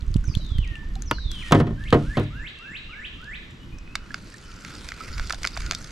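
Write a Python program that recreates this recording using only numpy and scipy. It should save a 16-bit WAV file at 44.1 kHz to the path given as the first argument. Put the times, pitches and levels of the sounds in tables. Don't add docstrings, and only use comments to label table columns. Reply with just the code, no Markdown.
import sys
import numpy as np
from scipy import signal
from scipy.fft import rfft, irfft, next_fast_len
from scipy.io import wavfile
from scipy.ndimage import uniform_filter1d, map_coordinates

SR = 44100
rng = np.random.default_rng(int(sys.argv[2]) if len(sys.argv) > 2 else 0)


def persist_wave(psi):
    counts = np.round(np.clip(psi, -1, 1) * 32767).astype(np.int16)
    wavfile.write(sys.argv[1], SR, np.atleast_2d(counts).T)


N = 260631
T = np.arange(N) / SR


def amp(db):
    return 10 ** (np.asarray(db) / 20)


def unit(x):
    return x / np.sqrt(np.mean(x ** 2) + 1e-20)


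def along(points, hz, column=1):
    table = np.transpose(points)
    return np.interp(np.log(hz + 1), np.log(table[0] + 1), table[column])


def level(rows, column=1, fade=0.0045):
    table = np.transpose(rows)
    edge = np.clip(np.minimum(T - table[0, 0], table[0, -1] - T) / fade + 1, 0, 1)
    return edge * amp(np.interp(T, table[0], table[column]))


def wobble(rate):
    points = rng.standard_normal(int(N * rate / SR) + 4)
    return map_coordinates(points, [T * rate])


def filtered(x, response):
    size = next_fast_len(N + SR // 4)
    hz = np.fft.rfftfreq(size, 1 / SR)
    return irfft(rfft(x, size) * response(hz), size)[..., :N]


def rush(gain, alike):
    def mid_side_gain(hz):
        turn = np.arccos(np.clip(along(alike, hz), -1, 1)) / 2
        return gain(hz) * [np.cos(turn), np.sin(turn)]

    mid, side = filtered(rng.standard_normal((2, N)), mid_side_gain)
    return unit(np.array([mid + side, mid - side]))


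def add(out, s, sound, pan_db):
    start = round(s * SR)
    part = out[:, start:start + sound.shape[-1]]
    part += amp([[pan_db / 2], [-pan_db / 2]]) * sound[..., :part.shape[1]]


def dying(table, size):
    hz, t, z = signal.stft(rng.standard_normal(size), SR, nperseg=256)
    start_db = along(table, hz)[:, None]
    t60 = along(table, hz, column=2)[:, None]
    return signal.istft(z * amp(start_db - 60 * t / t60), SR, nperseg=256)[1][:size]


def gritty(depth_db, rate):
    return unit(amp(depth_db * wobble(rate)))


def patchy(x, depth_db):
    z = signal.stft(x, nperseg=512)[2]
    field = uniform_filter1d(rng.standard_normal(z.shape[1:]), size=6, axis=0)
    field = uniform_filter1d(field, size=12, axis=1)
    return unit(signal.istft(z * amp(depth_db * unit(field)), nperseg=512)[1][:, :N])


def contact(modes, t60, sharp_db):
    t, f = np.arange(2048) / SR, np.fft.rfftfreq(2048, 1 / SR)
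    blow = amp(sharp_db) * np.exp(-2j * np.pi * f * 0.00044) / (1 + 1j * f / 7000) ** 2
    grains = rng.standard_normal(len(t)) + 0.3 * rng.standard_normal((2, len(t)))
    swell = 1 - np.exp(-t / (0.00095 * amp(-sharp_db)))
    rattle = grains * amp(-60 * t / max(t60, 1e-3)) * swell
    ring = 0
    for centre, width, db in modes:
        resonance = 1j * f * width / (centre * centre - f * f + 1j * f * width)
        ring = ring + amp(db + rng.normal(0, 1.1)) * resonance ** 2
    return irfft((blow + rfft(rattle)) * ring)


def whistle(s, hz, db):
    phase = 2 * np.pi * np.cumsum(np.interp(T, s, hz)) / SR
    loudness = level(np.transpose([s, db]), fade=.003) * amp(3 * wobble(110))
    return loudness * np.sqrt(2) * np.sin(phase)


def trees(x, t60):
    decay = [(960, -8, t60), (2380, -1, 0.54 * t60), (3430, -2.5, 0.98 * t60), (8300, -2.5, .5 * t60)]
    tail = np.array([dying(decay, SR) for _ in range(2)])
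    tail *= 1 - np.exp(-np.arange(SR) / SR / 0.0017)
    return signal.fftconvolve(x[None], tail / np.linalg.norm(tail[0]), axes=1)[:, :N]


def woods():
    # f/Hz, relative level/dB
    hush_colour = [(200, -30.5), (400, -21), (750, -31), (1100, -25), (2000, -28), (3200, -32.5),
                   (4500, -37), (6000, -40), (8000, -46), (9000, -55), (12000, -62.5), (16000, -69)]
    # f/Hz, likeness
    hush_alike = [(60, 0.89), (180, 0.59), (550, 0.62), (1650, 0.055), (4970, 0.91), (15000, 1)]
    return amp(-54.5 + 0.24 * wobble(2.9)) * rush(lambda hz: amp(along(hush_colour, hz)), hush_alike)


def wind():
    # t/s, level/dB
    gusts = [(0, -42), (.15, -22.5), (.46, -27), (.72, -30), (.95, -25.5), (1.35, -35), (2.05, -28),
             (2.3, -33.5), (2.55, -51), (2.85, -48), (3.2, -43.5), (4.05, -41), (4.3, -45.5), (4.95, -41.5),
             (5.7, -34.5), (5.91, -39)]
    # f/Hz, relative level/dB
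    buffet_colour = [(15, -6), (30, 0.5), (60, -3), (100, -18), (160, -23.5), (300, -83)]
    # f/Hz, relative level/dB
    flutter_colour = [(50, -6), (100, 0.5), (200, -2.5), (350, -11), (500, -50.5), (900, -50)]
    # centre t/s, level/dB, f/Hz
    thumps = [(.008, -20, 52.7), (.083, -17, 39), (0.106, -18.5, 79), (.16, -6, 119), (.283, -12.5, 59.3),
              (0.3, -16, 81.5), (0.371, -10.5, 87.5), (0.52, -15, 60), (.559, -15, 60.5), (0.59, -12.5, 94),
              (.717, -20.5, 54.5), (1.262, -17.5, 47)]
    flutter_db, flutter_grows = -48, 0.22
    thump_pan_db = -8

    lumps = amp(4.2 * wobble(11) + 2.1 * wobble(30))
    rumble = unit(lumps * rush(lambda hz: amp(along(buffet_colour, hz)), [(50, 0.99)]))
    out = level(gusts) * amp([[-1.1], [1.1]]) * rumble

    flutter_level = [(s, flutter_db + flutter_grows * (db + 46)) for s, db in gusts]
    flutter = rush(lambda hz: amp(along(flutter_colour, hz)), [(100, 0.98), (400, 0.74)])
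    out += level(flutter_level) * unit(amp(2.53 * wobble(25)) * flutter)

    for s, db, pitch_hz in thumps:
        cycles = np.arange(-1.5, 1.5, pitch_hz / SR)
        bump = np.exp(-np.abs(cycles / 0.27) ** 1.43) * np.cos(2 * np.pi * cycles - .5)
        add(out, max(s - 1.5 / pitch_hz, 0), amp(db) * bump, thump_pan_db)
    return out


def far_birds():
    # start t/s, length/s, first f/Hz, last f/Hz, level before the mix/dB
    answers = [(1.755, 0.073, 3080, 3190, -62), (2.33, .055, 2630, 2820, -54),
               (2.383, 0.042, 2800, 2550, -55), (2.39, .03, 2700, 2250, -56),
               (2.552, 0.083, 2650, 2780, -48), (2.632, 0.042, 2740, 2610, -46),
               (2.637, 0.03, 2680, 2230, -53), (2.814, 0.077, 2700, 2750, -53),
               (2.899, 0.053, 2980, 1950, -43.5), (3.085, .12, 2740, 2764, -57),
               (3.505, 0.0061, 7470, 6900, -59), (3.598, 0.05, 2900, 3020, -59),
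               (3.723, 0.067, 2446, 2554, -55.5), (3.866, 0.082, 2500, 2630, -55),
               (3.963, .075, 2870, 2970, -62), (4.43, .03, 3010, 3000, -55),
               (4.514, 0.017, 2900, 2160, -53)]
    far = sum(whistle([s, s + size], [f0, f1], [db, db]) for s, size, f0, f1, db in answers)
    return amp(-3.5) * far + amp(-4) * trees(far, 1.1)


def near_bird():
    # t from its sudden drop/s (before stretching), f/Hz, relative level/dB
    fall_shape = [(-.375, 6320, -3), (-.335, 4964, -3.5), (-.27, 4120, -4), (-.16, 3584, -0.5),
                  (-.018, 2880, -1.5), (0, 2400, 2.5), (0.014, 1916, -2), (.12, 1757, -1.5),
                  (.35, 1862, -31)]
    # t of the drop/s, stretch factor, level/dB
    fall_notes = [(.647, 1.05, -50), (1.423, .97, -45)]
    # t from its end/s, f/Hz, relative level/dB
    rise_shape = [(-.18, 1184, -11.5), (-.15, 1380, -15), (-.11, 1620, -7.5), (-.06, 1800, -6.5),
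                  (-.031, 2236, -5.5), (-.021, 2640, -2.5), (-.012, 3380, -4), (-.004, 3950, -4.5),
                  (.001, 4740, -21)]
    # end t/s, level/dB, length/s
    rise_notes = [(1.898, -41, .115), (2.197, -38, .18), (2.487, -38, .18), (2.776, -38, .18),
                  (3.069, -39, .18), (3.365, -38.5, .18)]
    # multiple of its pitch, relative level/dB
    multiples = [(3, -36), (4, -27)]
    # f/Hz, gain/dB
    beak_gain = [(3000, -30), (5000, 6), (6600, -15), (7400, 10), (8000, 3), (8600, -12)]
    swell_s, tree_t60 = 0.045, 1.1

    around, fall_hz, fall_db = np.transpose(fall_shape)
    falls = sum(whistle(s + stretch * around, fall_hz, db + fall_db) for s, stretch, db in fall_notes)

    before, rise_hz, rise_db = np.transpose(rise_shape)
    rises = 0
    for end, db, size in rise_notes:
        s, note_db = end + before, db + rise_db
        overtones = sum(whistle(s, k * rise_hz, note_db + weak_db) for k, weak_db in multiples)
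        note = whistle(s, rise_hz, note_db) + filtered(overtones, lambda hz: amp(along(beak_gain, hz)))
        rises = rises + np.clip((T - end + size) / swell_s + .5, 0, 1) * note

    direct = amp([[-1.1], [1.1]]) * (falls + rises)
    return direct + amp(0.5) * trees(falls, tree_t60) + amp(1.5) * trees(rises, tree_t60)


def drips_and_shaft_ring():
    # t/s, level/dB, starting f/Hz, decay time t60/s, left over right/dB
    tones = [(0.241, -37.5, 1470, 0.038, -3), (.285, -40.5, 2360, 0.026, 0), (.313, -43, 1200, .03, 0),
             (0.34, -34, 2560, 0.021, 8), (.395, -42, 580, 0.046, 0), (.41, -48, 3040, .1, 0),
             (.505, -46, 1290, .04, 0), (.583, -37, 1960, .025, -4), (.754, -31.5, 2730, 0.031, 10),
             (.83, -46, 930, .04, 0), (.961, -39, 758, .09, -3), (1.118, -40, 2850, 0.154, 2),
             (1.184, -28, 1545, 0.027, -6), (4.106, -31, 1660, 0.035, -8), (4.342, -34.5, 1760, 0.032, -9),
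             (5.006, -29.5, 1284, 0.091, -6)]
    out, t = np.zeros((2, N)), np.arange(SR // 5) / SR
    for s, db, hz, t60, pan_db in tones:
        swell = (1 - np.exp(-t / 0.00052)) * amp(db - 60 * t / t60)
        add(out, s, swell * np.sin(2 * np.pi * hz * t * (1 + 0.059 * t / t60)), pan_db)
    return out


def cloth():
    # start t/s, full t/s, stop t/s, level before the mix/dB
    slides = [(1.31, 1.486, 1.61, -47), (1.796, 2.02, 2.24, -53.5)]
    # f/Hz, relative level/dB
    cloth_colour = [(590, -51), (1000, -12), (1730, -9), (1940, -13), (2440, -9), (9600, -23), (13300, -40),
                    (16000, -75)]
    rise_db, stop_s = 6, 0.027
    strength = sum(level([(start, db - rise_db), (full, db), (stop, db), (stop + stop_s, db - 48)])
                   for start, full, stop, db in slides)
    noise = rush(lambda hz: amp(along(cloth_colour, hz)), [(1000, 0.98)])
    return amp(0.5) * strength * gritty(2.2, 290) * noise


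def reel():
    # t/s, line and gear hiss level before the mix/dB, gear case level before the mix/dB
    winding = [(3.85, -74, -68), (4.04, -60.5, -53), (4.16, -52.5, -58), (4.32, -51, -69),
               (4.47, -54.5, -54), (4.73, -45.5, -51.5), (4.85, -47.5, -57.5), (5.19, -46, -46.5),
               (5.42, -46.5, -67), (5.65, -44.5, -46.5), (5.91, -45.5, -55.5)]
    # f/Hz, relative level/dB
    hiss_colour = [(290, 0.5), (500, -2), (750, -9.5), (1400, -4), (1740, -3.5), (2430, -1), (3110, -7),
                   (4530, -4), (7530, -11.5), (12000, -25), (16000, -62)]
    # f/Hz, width/Hz, relative level before squaring/dB
    case_modes = [(1392, 280, 16), (2380, 110, -13)]
    whirr_centre_hz, whirr_drift_hz = 4740, 293.5

    crank = amp(1.5 * wobble(20))
    hiss = rush(lambda hz: amp(along(hiss_colour, hz)), [(1000, .9), (5000, .8), (12000, .5)])
    line = crank * level(winding) * gritty(3, 300) * patchy(hiss, depth_db=2.6)

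    def case_gain(f):
        return sum(amp(db) * f * w / np.abs(c * c - f * f + 1j * f * w) for c, w, db in case_modes) ** 2

    gears = level(winding, column=2) * gritty(1.5, 120) * rush(case_gain, [(1000, .9)])

    whirr_hz = whirr_centre_hz + whirr_drift_hz * wobble(7.8)
    tone = np.sin(2 * np.pi * np.cumsum(whirr_hz) / SR)
    whirr = amp(-4.0) * level(winding) * gritty(9.5, 37) * wobble(1100) * tone
    return amp([[-.8], [.8]]) * (amp(-0.5) * line + gears + amp(-3.0) * whirr)


def reel_clicks():
    # t/s, metal level/dB, case level/dB, case brightness/dB per octave, first blow over rattle/dB
    clicks = [(3.875, -60, -38, 8, 3), (3.954, -12.5, -16.5, -1.5, 4.5), (4.04, -49, -40, -9, 4),
              (4.143, -27.5, -26, 1.5, 19), (4.648, -27, -28.5, 13, 7), (4.7507, -27, -39, -6, -1),
              (4.887, -19.5, -25.5, -3, -1), (4.9191, -33, -27.5, 30, 15.5), (5.0837, -39, -39, -6, 5),
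              (5.18, -25, -22.5, 6, 1), (5.1961, -29, -25.5, -1.5, 19), (5.2715, -28, -50, 0, 5),
              (5.2963, -19.5, -24, -3, 4), (5.3052, -21, -12, -3.5, -0.5), (5.324, -15.5, -23.5, 8, 6),
              (5.333, -45, -23.5, -9, 3), (5.344, -22.5, -26, -8, -2), (5.4318, -15.5, -26.5, 8, 2.5),
              (5.4441, -40, -13, 10, 4), (5.45, -22, -21, 0.5, 20), (5.4612, -19.5, -33, -8, 4),
              (5.4726, -16, -23, 3, 13), (5.5664, -45, -28, -1, 18), (5.5724, -17.5, -19.5, -9.5, -0.5),
              (5.604, -25.5, -27.5, 16, 4), (5.6202, -32, -33, -4, 5), (5.662, -23, -33, 6, 2),
              (5.7107, -19.5, -23.5, 13, 23.5), (5.721, -25, -28.5, -9, 16), (5.732, -22, -19.5, -4.5, -4),
              (5.7487, -16, -38, 0, 17.5), (5.843, -21.5, -35.5, -10, -4)]
    # f/Hz, width before squaring/Hz, relative level/dB
    metal_modes = [(4855, 1500, 9), (5970, 1490, 1), (3660, 400, 7)]
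    # f/Hz, width before squaring/Hz, relative level/dB
    body_modes = [(1520, 720, 15), (2064, 730, 9.5), (700, 235, 3)]
    t60, metal_pan_db, body_pan_db = 0.013, -1, -4
    out = np.zeros((2, N))
    for s, metal_db, case_db, tilt_db, sharp_db in clicks:
        add(out, s, amp(metal_db) * contact(metal_modes, t60, sharp_db), metal_pan_db)
        tilted = [(hz, w, db + tilt_db * np.log2(hz / 1700)) for hz, w, db in body_modes]
        add(out, s, amp(case_db) * contact(tilted, t60, sharp_db), body_pan_db)
    return out


def ticks():
    # t/s, level/dB, f/Hz, left over right/dB
    tick_rows = [(.021, -40, 3550, 8), (.1413, -22, 4180, 6), (.164, -27, 3070, 11), (.2077, -38, 2950, -2),
                 (.3511, -15.5, 3170, 8), (.3737, -28, 4020, 7), (.4479, -36, 3750, 6),
                 (.5836, -23, 3400, 8), (.755, -30, 2400, 2), (.9541, -27.5, 4070, -5),
                 (1.0212, -24.5, 6600, 9), (1.3152, -14.5, 4450, 5), (1.8383, -30.5, 3070, 5),
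                 (1.9044, -21, 3450, 3), (2.279, -53, 3500, 0), (2.5874, -34.5, 3250, 1),
                 (3.215, -35, 3020, 3), (3.2424, -35, 4230, 6), (3.5084, -39, 3850, -1.5),
                 (3.785, -34, 5840, -2)]
    t60, dull_db, sharp_db = 0.0095, -19, 4.5
    out = np.zeros((2, N))
    draw = rng.uniform(size=(220, 4))
    when = np.where(draw[:, 0] < .2, draw[:, 0] * 5.2, 4.2 + (draw[:, 0] - .2) * 2.1)
    faint = [(s, -47 + 13 * a ** 3, 3200 + 5000 * b, 10 * c - 5) for s, (a, b, c) in zip(when, draw[:, 1:])]
    for s, db, hz, pan_db in [*tick_rows, *faint]:
        modes = [(hz, 1670, 7.5), (6000, 2670, -4), (1500, 950, 17 + dull_db)]
        add(out, s, amp(db) * contact(modes, t60, sharp_db), pan_db)
    return out


def paddle():
    # t/s, overall level/dB, boom/dB, crack/dB, freedom to ring (multiplies the decay times)
    knocks = [(1.112, 0, -22.5, -25, 0.23), (1.511, -15, -14, -32, 0.24), (1.522, -0.5, -13, -11.5, 0.75),
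              (1.548, -14.5, 2, -18, 1.47), (1.601, -15, -2.5, -24, 0.91), (1.669, -28, -1.5, -36, 1.07),
              (1.705, -39, 13, -24, 0.84), (1.926, -5, -9.5, -29, 0.91), (1.945, -18, 5.5, -28, 0.98),
              (2.171, -15, -4.5, -43, 1.05), (2.198, -29, 7, -39, 0.74)]
    # f/Hz, relative level/dB, decay time t60 at freedom 1/s
    hull_modes = [(103.6, -1.5, 0.49), (124, -22, 0.33), (141.3, -0.5, 0.4), (158.3, -5.5, 0.31),
                  (226.5, -10, 0.34), (255, -13, 0.09), (300.3, -7, 0.3), (368, -28, 0.21),
                  (398, -10, 0.17), (470, -8.5, 0.16), (511, -15, 0.11), (604, -19, 0.23),
                  (699, -13.5, 0.18), (758, -20.5, 0.1), (945, -22, 0.19), (975, -14, .1),
                  (1063, -12.5, 0.12), (1195, -14, 0.08), (1264, -10, 0.074), (1430, -23.5, 0.25),
                  (1590, -7.5, 0.023), (1870, -18, 0.078), (2020, -23, 0.049), (3020, -20, 0.045)]
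    # f/Hz, relative level/dB, decay time t60 at freedom 1/s
    shell_modes = [(60, -37, 0.88), (118, -1, 0.43), (397, -4, 0.14), (1020, -23, 0.21),
                   (3460, -27.5, 0.071), (8000, -49.5, 0.054), (16200, -65, 0.018)]
    crack_shape = [-1, -2, -1, 1, 3, 3, 1, -1, -2, -1]

    out, t = np.zeros((2, N)), np.arange(SR // 2) / SR
    hz, db, t60 = np.transpose(hull_modes)[:, :, None]
    for s, knock_db, boom_db, crack_db, free in knocks:
        low_db = lambda f: boom_db / (1 + (f / 450) ** 4)
        mode_db = db + low_db(hz) + rng.normal(0, 1.55, hz.shape)
        strength = amp(mode_db - 60 * t / (free * t60)) * (1 - np.exp(-t * hz / 1.14))
        ring = (strength * np.sin(2 * np.pi * hz * t + rng.uniform(0, 2 * np.pi, hz.shape))).sum(axis=0)

        struck = [(f, d + low_db(f), free * k) for f, d, k in shell_modes]
        shell = [dying(struck, len(t)) for _ in range(2)]

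        snap = np.sin(2 * np.pi * 960 * t) * amp(-29 - 60 * t / 0.012)
        snap *= (1 - np.exp(-t / 0.0011)) / free ** 2

        dent = amp(boom_db + 6) * np.exp(-((t - .005) / 0.0018) ** 2) * np.cos(2 * np.pi * 260 * (t - .005))

        grains = np.convolve(rng.standard_normal(len(t)), crack_shape, "same")
        crack = grains * amp(crack_db - 20 - 60 * t / .006)

        both = amp(-1.5) * ring + amp(18.5) * shell[0] + snap + dent + crack
        apart = amp(-12.0) * shell[1]
        add(out, s, amp(knock_db) * np.array([both + apart, both - apart]), -.4)
    return out


def from_right(x):
    # f/Hz, left ahead of right/rad
    lead = [(100, 0.016), (700, -0.31), (1300, -0.56), (2600, -1.4), (4300, 0.094), (16000, 0.32)]
    return filtered(x, lambda hz: np.exp(.5j * along(lead, hz) * [[1], [-1]]))


def scene():
    gear = from_right(paddle()) + ticks() + reel_clicks()
    echo = amp(-17.5) * trees(gear.mean(axis=0), 0.22)
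    birds = near_bird() + far_birds()
    return gear + echo + drips_and_shaft_ring() + cloth() + reel() + birds + woods() + wind()


def record(dry):
    # f/Hz, gain/dB
    mic_gain = [(20, 1), (9000, 1), (12000, 3.5), (14000, -2.5), (16000, -27)]
    lag_s, top_hz = 15e-6, 15900
    ports = filtered(dry, lambda hz: np.exp(-2j * np.pi * hz * [[lag_s / 2], [-lag_s / 2]]))
    soft = ports / (1 + np.abs(ports) ** 6) ** (1 / 6)
    return filtered(soft, lambda hz: amp(along(mic_gain, hz)) * (hz < top_hz))


dry = scene()
out = record(dry)
persist_wave(out)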